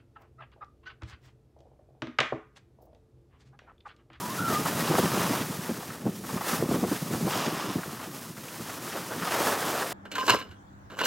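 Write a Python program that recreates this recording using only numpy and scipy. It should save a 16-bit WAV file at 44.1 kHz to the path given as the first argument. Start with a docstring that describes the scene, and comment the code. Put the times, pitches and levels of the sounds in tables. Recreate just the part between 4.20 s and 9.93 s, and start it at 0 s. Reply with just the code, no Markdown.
"""Ski run from a hand-held camera

Close, dry perspective on an open slope: a skier glides down packed snow with a small mono camera in hand.
The bases hiss and the steel edges scrape, both as shaped noise of snapping snow grains; lumps of crust
crunch as short grain clusters. Carved turns ring the ski, and the run ends in a broad skid of coarse clods.
Head wind whistles briefly as unsteady tones. On the microphone port it is a lumpy low flutter, with thumps
made of trains of pressure pushes."""
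import sys
import numpy as np
from scipy import signal
from scipy.fft import rfft, irfft, next_fast_len
from scipy.io import wavfile
from scipy.ndimage import uniform_filter1d, map_coordinates

SR = 44100
rng = np.random.default_rng(int(sys.argv[2]) if len(sys.argv) > 2 else 0)


def output_pcm(signal):
    """Save a mono or channel-first signal as 16-bit PCM at the path in sys.argv[1].

    Samples are clipped to [-1, 1] before scaling.
    """
    pcm = np.clip(np.atleast_2d(signal).T, -1, 1) * 32767
    wavfile.write(sys.argv[1], SR, np.round(pcm).astype(np.int16))


N = 252648

# steady gliding, louder with speed and load, before gain:
# (time [s], hiss of the bases [dB], scrape of the edges [dB])
GLIDE = [(0.0, -45.5, -40.5), (0.85, -39, -31.5), (1.02, -38.5, -31.5), (1.23, -43.5, -39),
         (1.61, -48, -43.5), (1.82, -52, -46), (2.06, -49.5, -53.5), (2.39, -44.5, -38),
         (2.76, -46.5, -45.5), (2.97, -44.5, -42.5), (3.14, -41.5, -34), (3.29, -46, -35.5),
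         (3.99, -50, -48.5), (4.24, -49.5, -47), (5.11, -42, -33), (5.22, -37.5, -30), (5.38, -41, -33),
         (5.73, -45, -38)]
HISS_GAIN_DB = 4
# the skier's weight digs the edges in and throws powder:
# (time [s], length [s], scrape level [dB], spray level [dB])
DIGS = [(0.273, 0.07, -30.5, -36.5), (0.45, 0.035, -32, -39), (0.568, 0.036, -33.5, -35),
        (0.76, 0.029, -33, -34), (1.09, 0.13, -35, -42), (2.056, 0.18, -42, -45.5),
        (2.232, 0.12, -33, -35.5), (2.498, 0.059, -38, -40.5), (2.667, 0.1, -38.5, -40.5),
        (2.898, 0.034, -37, -42), (3.79, 0.06, -41, -64), (3.924, 0.062, -48, -45.5),
        (5.104, 0.039, -27.5, -35), (5.228, 0.1, -31.5, -36.5), (5.455, 0.17, -33, -40)]
DIG_ATTACK_S, DIG_RELEASE_S = 0.016, 0.2  # rise, and fall by 60 dB
# the skis go light over a roll and the gliding sinks: (time [s], length [s], depth [dB])
LULLS = [(1.772, 0.073, 4), (1.99, .03, 2.5), (2.42, 0.046, 3), (2.783, .03, 0), (3.873, 0.054, 2.5),
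         (4.087, 0.071, 5.5), (4.366, 0.059, 1), (4.573, 0.044, 3.5), (4.802, 0.23, 3.5)]
LULL_ATTACK_S, LULL_RELEASE_S = 0.012, 0.12  # sinking in, and coming back
HISS_LULL_SHARE = 0.66  # the bases keep more of their sound in a lull than the edges
# spectrum of the edges' scrape: (frequency [Hz], level [dB])
SCRAPE_SPECTRUM = [(100, -27.5), (250, 0), (450, 3), (700, 2.5), (1000, 2.5), (1220, 4), (1500, -0.5),
                   (1850, -1.5), (2150, -7.5), (3200, -8.5), (4200, -13), (5200, -15), (8000, -22),
                   (16000, -35)]
# uneven snow: depth, width and life of the patches in the scrape
PATCH_DB, PATCH_WIDTH_HZ, PATCH_S = 1.54, 409, 0.014
# spectrum of the bases' hiss and the spray: (frequency [Hz], level [dB])
POWDER_SPECTRUM = [(600, -47), (1800, 2), (3000, 1), (4350, 1.5), (5100, 3.5), (6500, 3), (8000, 1.6),
                   (10300, 1.5), (13000, 1), (16000, -1)]

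# head wind on the port, before gain: (time [s], level [dB])
WIND = [(0.0, -43.5), (0.22, -41.5), (0.43, -40.5), (0.69, -37.5), (0.91, -36.5), (1.05, -37.5),
        (1.17, -36), (1.26, -44.5), (1.45, -44), (1.65, -51), (1.9, -44), (2.28, -44.5), (2.47, -39.5),
        (2.57, -37.5), (2.68, -37), (2.8, -53), (2.87, -38), (3.13, -42), (3.42, -49), (3.65, -51),
        (4.2, -51.5), (4.64, -48.5), (5.25, -45), (5.57, -47), (5.73, -49)]
WIND_GAIN_DB = 2.9
# gusts that swell the flutter: (time [s], length [s], level [dB])
GUSTS = [(.2, 0.062, -37), (.275, 0.066, -30.5), (.385, 0.031, -30), (.435, 0.034, -36),
         (.55, 0.0075, -27.5), (.694, 0.02, -27), (.918, 0.025, -30), (1.037, 0.018, -31),
         (1.19, 0.031, -38), (1.684, 0.024, -42.5), (1.8, 0.063, -38), (2.042, 0.014, -33.5),
         (2.126, 0.048, -32), (2.325, 0.021, -29.5), (2.387, 0.017, -32), (2.435, 0.012, -33),
         (2.5, 0.076, -35.5), (2.735, 0.03, -37), (2.9, 0.088, -33.5), (3.04, 0.039, -29.5),
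         (3.096, 0.027, -40), (3.152, 0.01, -29.5), (3.32, 0.021, -29.5), (3.365, 0.013, -35),
         (3.48, 0.023, -37), (3.655, 0.037, -38.5), (3.721, 0.024, -39), (3.868, 0.018, -42),
         (3.942, 0.027, -45), (4.012, .014, -43), (4.171, 0.021, -42), (4.24, 0.013, -47),
         (4.39, 0.035, -41.5), (4.668, 0.014, -44), (4.721, .012, -40), (5.016, 0.021, -36.5)]
GUST_ATTACK_S, GUST_RELEASE_S = 0.0026, 0.055  # rise, and fall by 60 dB
LUMPS_DB, SURGE_DB = 0.9, 1.93  # depths of the flutter's quick random lumps and slower surges
# spectrum of the flutter on the port: (frequency [Hz], level [dB])
BUFFET_SPECTRUM = [(20, -50), (40, -43), (60, -26), (90, -12), (125, -2.5), (170, 1), (240, -2.5),
                   (330, -6), (450, -12), (700, -22.5), (1500, -50), (4000, -70)]
# spectrum of the steady air under the flutter: (frequency [Hz], level [dB])
AIR_SPECTRUM = [(20, -46), (45, -28), (70, -17), (110, -5), (170, -13.5), (300, -13), (600, -29),
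                (1500, -52)]
RUSH_DB = -54

# two thin whistling tones (rising, sinking) and a short low hoot, each a list of
# (time [s], pitch [Hz], level [dB], flutter [0-1])
WHISTLES = [
    [(.028, 958, -40, 0), (.06, 1000, -35, .1), (.085, 946, -43, .15), (.112, 1080, -36, .2),
     (.128, 1065, -42, .3)],
    [(.165, 1405, -46, .9), (.205, 1410, -31.5, 0.55), (.24, 1380, -33.5, .4), (.285, 1335, -31, 0.33),
     (.315, 1288, -36, .1), (.335, 1222, -34, 0.1), (.365, 1207, -27.5, 0), (.395, 1240, -35, 0.08)],
    [(3.43, 310, -40, 0.58), (3.47, 304, -37, 0.2), (3.52, 278, -37, 0.5)],
]
WHISTLE_FADE_S, WHISTLE_BEAT_HZ = 0.08, 37.7
FRAY_HZ = 230  # random knots a second; sets the width of the airy band round a whistle

# eddies that hit the port, before gain:
# (time [s], rms level [dB], length [s], nominal centre [Hz])
THUMPS = [(0.284, -29, 0.007, 210), (0.302, -29, 0.009, 433), (0.622, -29, 0.009, 247),
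          (0.652, -29, 0.008, 400), (0.709, -23.5, 0.005, 330), (0.741, -22.5, 0.008, 420),
          (0.753, -26, 0.007, 280), (0.784, -22.5, 0.0057, 480), (0.791, -18, 0.0066, 320),
          (0.829, -21, 0.014, 206), (0.845, -24.5, 0.014, 250), (0.974, -19.5, 0.0043, 340),
          (0.988, -28, 0.023, 235), (1.097, -24, 0.02, 235), (1.137, -30, 0.012, 368),
          (1.2, -30, 0.017, 267), (1.295, -30.5, 0.019, 230), (1.382, -29, 0.011, 178),
          (1.493, -26, 0.025, 310), (1.577, -30, 0.0062, 200), (1.855, -25, 0.024, 247),
          (1.879, -25, 0.014, 230), (2.425, -16.5, 0.0047, 270), (2.458, -31, 0.005, 220),
          (2.49, -20.5, 0.0083, 226), (2.512, -20.5, 0.0048, 450), (2.521, -22, 0.007, 215),
          (2.543, -21.5, 0.008, 249), (2.557, -23, 0.0061, 420), (2.576, -26.5, 0.014, 237),
          (2.628, -17.5, 0.005, 240), (2.639, -23, 0.0056, 476), (2.649, -24.5, 0.0032, 318),
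          (2.659, -25, 0.0044, 220), (2.715, -20, 0.01, 270), (2.818, -25.5, 0.0097, 260),
          (2.904, -33, 0.013, 245), (2.986, -32, 0.011, 210), (3.008, -26, 0.0062, 313),
          (3.025, -24, 0.0068, 240), (3.07, -25.5, 0.012, 395), (3.265, -26.5, 0.023, 273),
          (3.444, -33, 0.014, 330), (3.556, -21, 0.0088, 244), (3.581, -28.5, 0.01, 266),
          (3.881, -44, 0.014, 210), (3.944, -40, 0.006, 200), (4.097, -35, 0.008, 200),
          (4.397, -44, 0.014, 190), (4.585, -40, 0.009, 170), (5.021, -30.5, 0.0091, 180)]
THUMP_GAIN_DB, THUMP_PUFF_DB = -1, -12  # gain of the thumps, and the flutter that comes with each
FLAP_S, FLAP_T60_S = 0.0032, 0.033  # typical wait between the pushes of a thump, and their decay
FLAP_SCATTER_DB = 2.5
PORT_HZ, PORT_WIDTH_HZ, PORT_DB = 170, 54, 2.5  # the port's own low ring after a push

# lumps of crust breaking under an edge: (time [s], level [dB], length [s], centre [Hz])
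CRUNCHES = [(0.456, -26, 0.0088, 1050), (0.48, -34, 0.01, 1100), (0.671, -31, 0.003, 2940),
            (.672, -31.5, 0.0095, 1120), (0.717, -26, .004, 920), (0.749, -29, 0.0064, 1240),
            (0.783, -26.5, 0.0065, 780), (0.919, -32, .005, 1140), (.946, -31.5, .007, 1090),
            (1.018, -33, .005, 1910), (1.036, -33, 0.0066, 1450), (1.093, -34, .004, 1160),
            (1.13, -28, .006, 617), (1.187, -43, 0.0042, 1010), (1.627, -37.5, 0.0034, 990),
            (1.702, -40, .005, 1450), (1.862, -37.5, 0.015, 754), (2.038, -41.5, 0.013, 1090),
            (2.089, -38.5, 0.015, 1070), (2.17, -34.5, 0.011, 1000), (2.209, -30, 0.0077, 990),
            (2.326, -32, 0.013, 1180), (2.534, -36, 0.0093, 990), (2.639, -39, 0.013, 1050),
            (2.724, -34, .004, 1090), (2.76, -40, 0.0029, 1660), (3.076, -31, 0.0055, 895),
            (3.632, -33.5, 0.0039, 1310), (3.793, -42.5, 0.01, 1120), (4.167, -45.5, 0.017, 1250),
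            (4.282, -44.5, .006, 2760), (4.493, -40, 0.0087, 1630), (4.723, -40.5, 0.0087, 1700),
            (4.77, -37, 0.0099, 1210), (4.92, -38.5, 0.02, 1320), (5.021, -33.5, 0.016, 1320),
            (5.07, -29.5, 0.01, 1180), (5.204, -27.5, 0.0074, 537), (5.322, -29, 0.0059, 1620),
            (5.382, -37, 0.0033, 1300), (5.425, -33, 0.0054, 1510)]
CRUNCH_DULL = 2.2  # a lump's sound is damped above this multiple of its centre

# an edge carving on hard snow: (time [s], length [s], level [dB])
CARVES = [(.65, 0.16, -41), (.93, 0.23, -41), (3.095, 0.17, -33.5), (3.33, 0.18, -39.5), (4.46, 0.033, -45),
          (4.69, 0.036, -42), (5.02, 0.13, -38)]
CARVE_ATTACK_S, CARVE_RELEASE_S = 0.011, 0.29  # rise, and fall by 60 dB
# resonances of the carving ski, before damping: (centre [Hz], width [Hz], level [dB])
SKI_MODES = [(1015, 400, 13.5), (2760, 1600, 4), (5120, 860, 2.5), (6460, 1600, -2.5)]
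SKI_DAMP_HZ = 6440  # the snow damps the ski's ring above this

# the skis pushed sideways: (time [s], length [s], level [dB])
SKIDS = [(4.74, 0.025, -33.5), (4.9, 0.018, -33), (5.1, 0.26, -35), (5.37, 0.28, -37)]
SKID_ATTACK_S, SKID_RELEASE_S = 0.011, 0.19  # rise, and fall by 60 dB
# spectrum of the ploughed clods: (frequency [Hz], level [dB])
SIDEWAYS_SPECTRUM = [(40, -60), (100, -38), (200, -34), (300, -1.5), (450, 0), (700, -1.5), (1000, -7),
                     (2000, -15), (4000, -45), (9000, -40)]

TOP_HZ = 15950  # band limit of the camera


def amp(db):
    """Decibels to gain."""
    return 10 ** (np.asarray(db) / 20)


def unit(x):
    """Scale to rms 1."""
    return x / np.sqrt(np.mean(x ** 2) + 1e-20)


def steadied(x, span):
    """Noise with its slow swells evened out over span seconds."""
    power = uniform_filter1d(x ** 2, max(int(span * SR), 2))
    return x / np.sqrt(np.abs(power) + 1e-9)


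def curves(rows):
    """One value per sample for each column after the time."""
    s, *columns = np.transpose(rows)
    return [np.interp(np.arange(N) / SR, s, column) for column in columns]


def wobble(rate):
    """A smooth random curve, rate knots a second."""
    knots = rng.standard_normal(int(N * rate / SR) + 4)
    return map_coordinates(knots, [np.arange(N) * rate / SR])


def filtered(x, response):
    """x times a response of frequency."""
    m = next_fast_len(len(x) + 8192)
    return irfft(rfft(x, m) * response(np.fft.rfftfreq(m, 1 / SR)), m)[:len(x)]


def coloured(x, spectrum):
    """x shaped by (frequency [Hz], level [dB]) points, at rms 1."""
    f, db = np.transpose(spectrum)
    return unit(filtered(x, lambda hz: amp(np.interp(np.log(hz + 1), np.log(f), db))))


def resonance(hz, centre, width):
    """Response of one damped mode."""
    return 1j * hz * width / (centre ** 2 - hz ** 2 + 1j * hz * width)


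def burst(t, length, rise, t60):
    """A quick rise, a hold and a decay."""
    return (1 - np.exp(-t / rise)) * amp(-60 * np.maximum(t - length, 0) / t60)


def add(track, s, sound):
    """Mix a sound into the track at a time."""
    part = track[round(s * SR):][:len(sound)]
    part += sound[:len(part)]


def swells(rows, attack, release):
    """Joint gain of (time [s], length [s], level [dB]) events that each rise, hold and die away."""
    power, t = np.zeros(N), np.arange(SR) / SR
    for s, length, db in rows:
        add(power, s, (amp(db) * burst(t, length, attack, release)) ** 2)
    return np.sqrt(power)


def crystals(rate, spread_db, bed):
    """Snow grains snapping at random moments and sizes, over a bed of countless finer ones."""
    moments = rng.random(N) < rate / SR
    sizes = amp(spread_db * np.clip(rng.standard_normal(N), -2, 2))
    snaps = moments * rng.standard_normal(N) * sizes
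    return unit(unit(snaps) + bed * rng.standard_normal(N))


def lulls():
    """Decibels that the gliding loses while the skis are unweighted."""
    t = np.arange(N) / SR
    return sum(depth * burst(np.maximum(t - s, 0), length, LULL_ATTACK_S, LULL_RELEASE_S)
               for s, length, depth in LULLS)


def patchy(x):
    """Each patch of snow favours its own pitches for a moment."""
    z = signal.stft(x, nperseg=256)[2]
    bins, frames = PATCH_WIDTH_HZ * 256 / SR, PATCH_S * SR / 128
    places = np.indices(z.shape) / np.reshape([bins, frames], (2, 1, 1))
    field = map_coordinates(rng.standard_normal(z.shape), places, order=1)
    return unit(signal.istft(z * amp(PATCH_DB * unit(field)))[1][:len(x)])


def edge_scrape(scrape_db, chatter):
    """Steel edges break sparse grains out of patchy snow, harder where they dig in."""
    dig = swells([(s, length, db) for s, length, db, _ in DIGS], DIG_ATTACK_S, DIG_RELEASE_S)
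    strength = np.hypot(amp(scrape_db), dig) * amp(0.87 * chatter + 0.33 * wobble(90))
    grains = patchy(crystals(rate=500, spread_db=0.5, bed=1.8))
    return strength * coloured(grains, SCRAPE_SPECTRUM)


def base_hiss(hiss_db, chatter):
    """The bases rub on dense fine grains, and digs throw up a spray of the same powder."""
    spray = swells([(s, length, db) for s, length, _, db in DIGS], DIG_ATTACK_S, DIG_RELEASE_S)
    strength = np.hypot(amp(hiss_db + HISS_GAIN_DB), spray) * amp(chatter)
    return strength * coloured(crystals(rate=6000, spread_db=1.5, bed=2.15), POWDER_SPECTRUM)


def gliding():
    """Edges scrape and bases hiss; lulls lower both, and the uneven snow makes them chatter together."""
    hiss_db, scrape_db = curves(GLIDE) - np.outer([HISS_LULL_SHARE, 1], lulls())
    chatter = 0.86 * wobble(35) + 0.72 * wobble(130)
    return edge_scrape(scrape_db, chatter) + base_hiss(hiss_db, chatter)


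def wind():
    """Turbulence on the port: a low, lumpy flutter that follows air speed and gusts, over a steady rush."""
    flutter = steadied(coloured(rng.standard_normal(N), BUFFET_SPECTRUM), span=0.0287)
    rush = amp(RUSH_DB) * coloured(rng.standard_normal(N), AIR_SPECTRUM)
    puffs = [(s, length, db + THUMP_PUFF_DB) for s, db, length, _ in THUMPS]
    gusts = swells([*GUSTS, *puffs], GUST_ATTACK_S, GUST_RELEASE_S)
    strength = np.hypot(amp(curves(WIND)[0] + WIND_GAIN_DB), gusts)
    unrest = amp(LUMPS_DB * wobble(55) + SURGE_DB * wobble(22.08))
    # the flutter thins out below 40 Hz
    return filtered(strength * unrest * flutter, lambda hz: hz ** 2 / (hz ** 2 + 40 ** 2)) + rush


def stroke(rows, fade):
    """Gain of a (time [s], level [dB]) curve that fades to silence outside its span."""
    return amp(curves([(rows[0][0] - fade, -90), *rows, (rows[-1][0] + fade, -90)])[0])


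def whistle(rows):
    """An unsteady air tone; the more it flutters, the more of it frays into a narrow, airy band."""
    hz, _, flutter = curves(rows)
    share = np.clip(flutter, 0, 1)
    phase = 2 * np.pi * np.cumsum(hz * (1 + 0.031 * flutter * wobble(202.3))) / SR
    beat = np.sin(2 * np.pi * np.cumsum(WHISTLE_BEAT_HZ * (1 + 0.24 * wobble(43))) / SR)
    air = steadied(wobble(FRAY_HZ) * np.sin(phase) + wobble(FRAY_HZ) * np.cos(phase), span=0.031)
    tone = np.sqrt(2 * (1 - share)) * np.sin(phase) + np.sqrt(share) * air
    level = stroke([(s, db) for s, _, db, _ in rows], WHISTLE_FADE_S)
    return level * (1 + 0.38 * flutter * beat) * tone


def slap(t, centre):
    """One pressure push after the microphone's bass cut: a hollow thud of peak 1 that rings the port."""
    body = lambda hz: resonance(hz, centre, 1.17 * centre) ** 2 / (1 + 1j * hz / 1000)
    port = lambda hz: 1 + amp(PORT_DB) * resonance(hz, PORT_HZ, PORT_WIDTH_HZ)
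    bass_cut = lambda hz: 1j * hz * resonance(hz, 109, 110)
    impulse = 1.0 * (t == 0)
    thud = filtered(impulse, lambda hz: body(hz) * port(hz) * bass_cut(hz))
    return thud / np.abs(thud).max()


def thumps():
    """An eddy slaps the port and flaps against it in a quick, uneven train of pushes."""
    out, t = np.zeros(N), np.arange(SR // 10) / SR
    scatter = rng.standard_normal(size=(len(THUMPS), 3, 10))  # ten pushes to a thump
    for (s, db, length, centre), (gaps, sizes, pitches) in zip(THUMPS, scatter):
        waits = FLAP_S * np.exp(0.398 * gaps)
        delays = np.cumsum(waits) - waits[0]
        train = np.zeros(len(t))
        for delay, size, pitch in zip(delays, sizes, pitches):
            fade_db = -60 * max(delay - 0.86 * length, 0) / FLAP_T60_S
            push = slap(t, 0.91 * centre * np.exp(0.15 * pitch))
            add(train, delay, amp(FLAP_SCATTER_DB * size + fade_db) * push)
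        # the level is the train's rms, with its energy counted over the thump's length
        train_rms = np.sqrt(np.sum(train ** 2) / (length * SR))
        add(out, s, amp(db + THUMP_GAIN_DB) * train / train_rms)
    return out


def crust():
    """Each lump collapses in a short cluster of grains, coloured by a broad resonance at its centre."""
    out, t = np.zeros(N), np.arange(SR // 8) / SR
    grains = crystals(rate=2000, spread_db=5.5, bed=0.49)
    for s, db, length, centre in CRUNCHES:
        damping = lambda hz: 1 + (hz / (CRUNCH_DULL * centre)) ** 4
        lump = lambda hz: resonance(hz, centre, 0.33 * centre) / damping(hz)
        cluster = steadied(filtered(grains[round(s * SR):][:len(t)], lump), span=0.006)
        # a lump near the end may have fewer grains left than t
        add(out, s, amp(db) * cluster * burst(t[:len(cluster)], length, rise=0.0005, t60=0.035))
    return out


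def carving():
    """On edge, the grains ring the ski itself, damped by the snow in the treble."""
    modes = lambda hz: sum(amp(db) * resonance(hz, centre, width) for centre, width, db in SKI_MODES)
    body = lambda hz: modes(hz) / (1 + (hz / SKI_DAMP_HZ) ** 4)
    ring = unit(filtered(crystals(rate=2000, spread_db=9.5, bed=1.6), body))
    return swells(CARVES, CARVE_ATTACK_S, CARVE_RELEASE_S) * amp(0.81 * wobble(110)) * ring


def skidding():
    """Sideways, the skis plough up coarser clods: sparse grains with a low, uneven roar."""
    clods = coloured(crystals(rate=600, spread_db=0.5, bed=0.87), SIDEWAYS_SPECTRUM)
    return swells(SKIDS, SKID_ATTACK_S, SKID_RELEASE_S) * amp(1.4 * wobble(97)) * clods


def scene():
    """Open slope without echoes, one microphone on both channels."""
    air = wind() + sum(whistle(rows) for rows in WHISTLES) + thumps()
    snow = gliding() + crust() + carving() + skidding()
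    mono = air + snow
    return np.array([mono, mono])


def record(dry):
    """The camera keeps nothing above its band limit."""
    return np.array([filtered(channel, lambda hz: hz < TOP_HZ) for channel in dry])


dry = scene()
out = record(dry)
output_pcm(out)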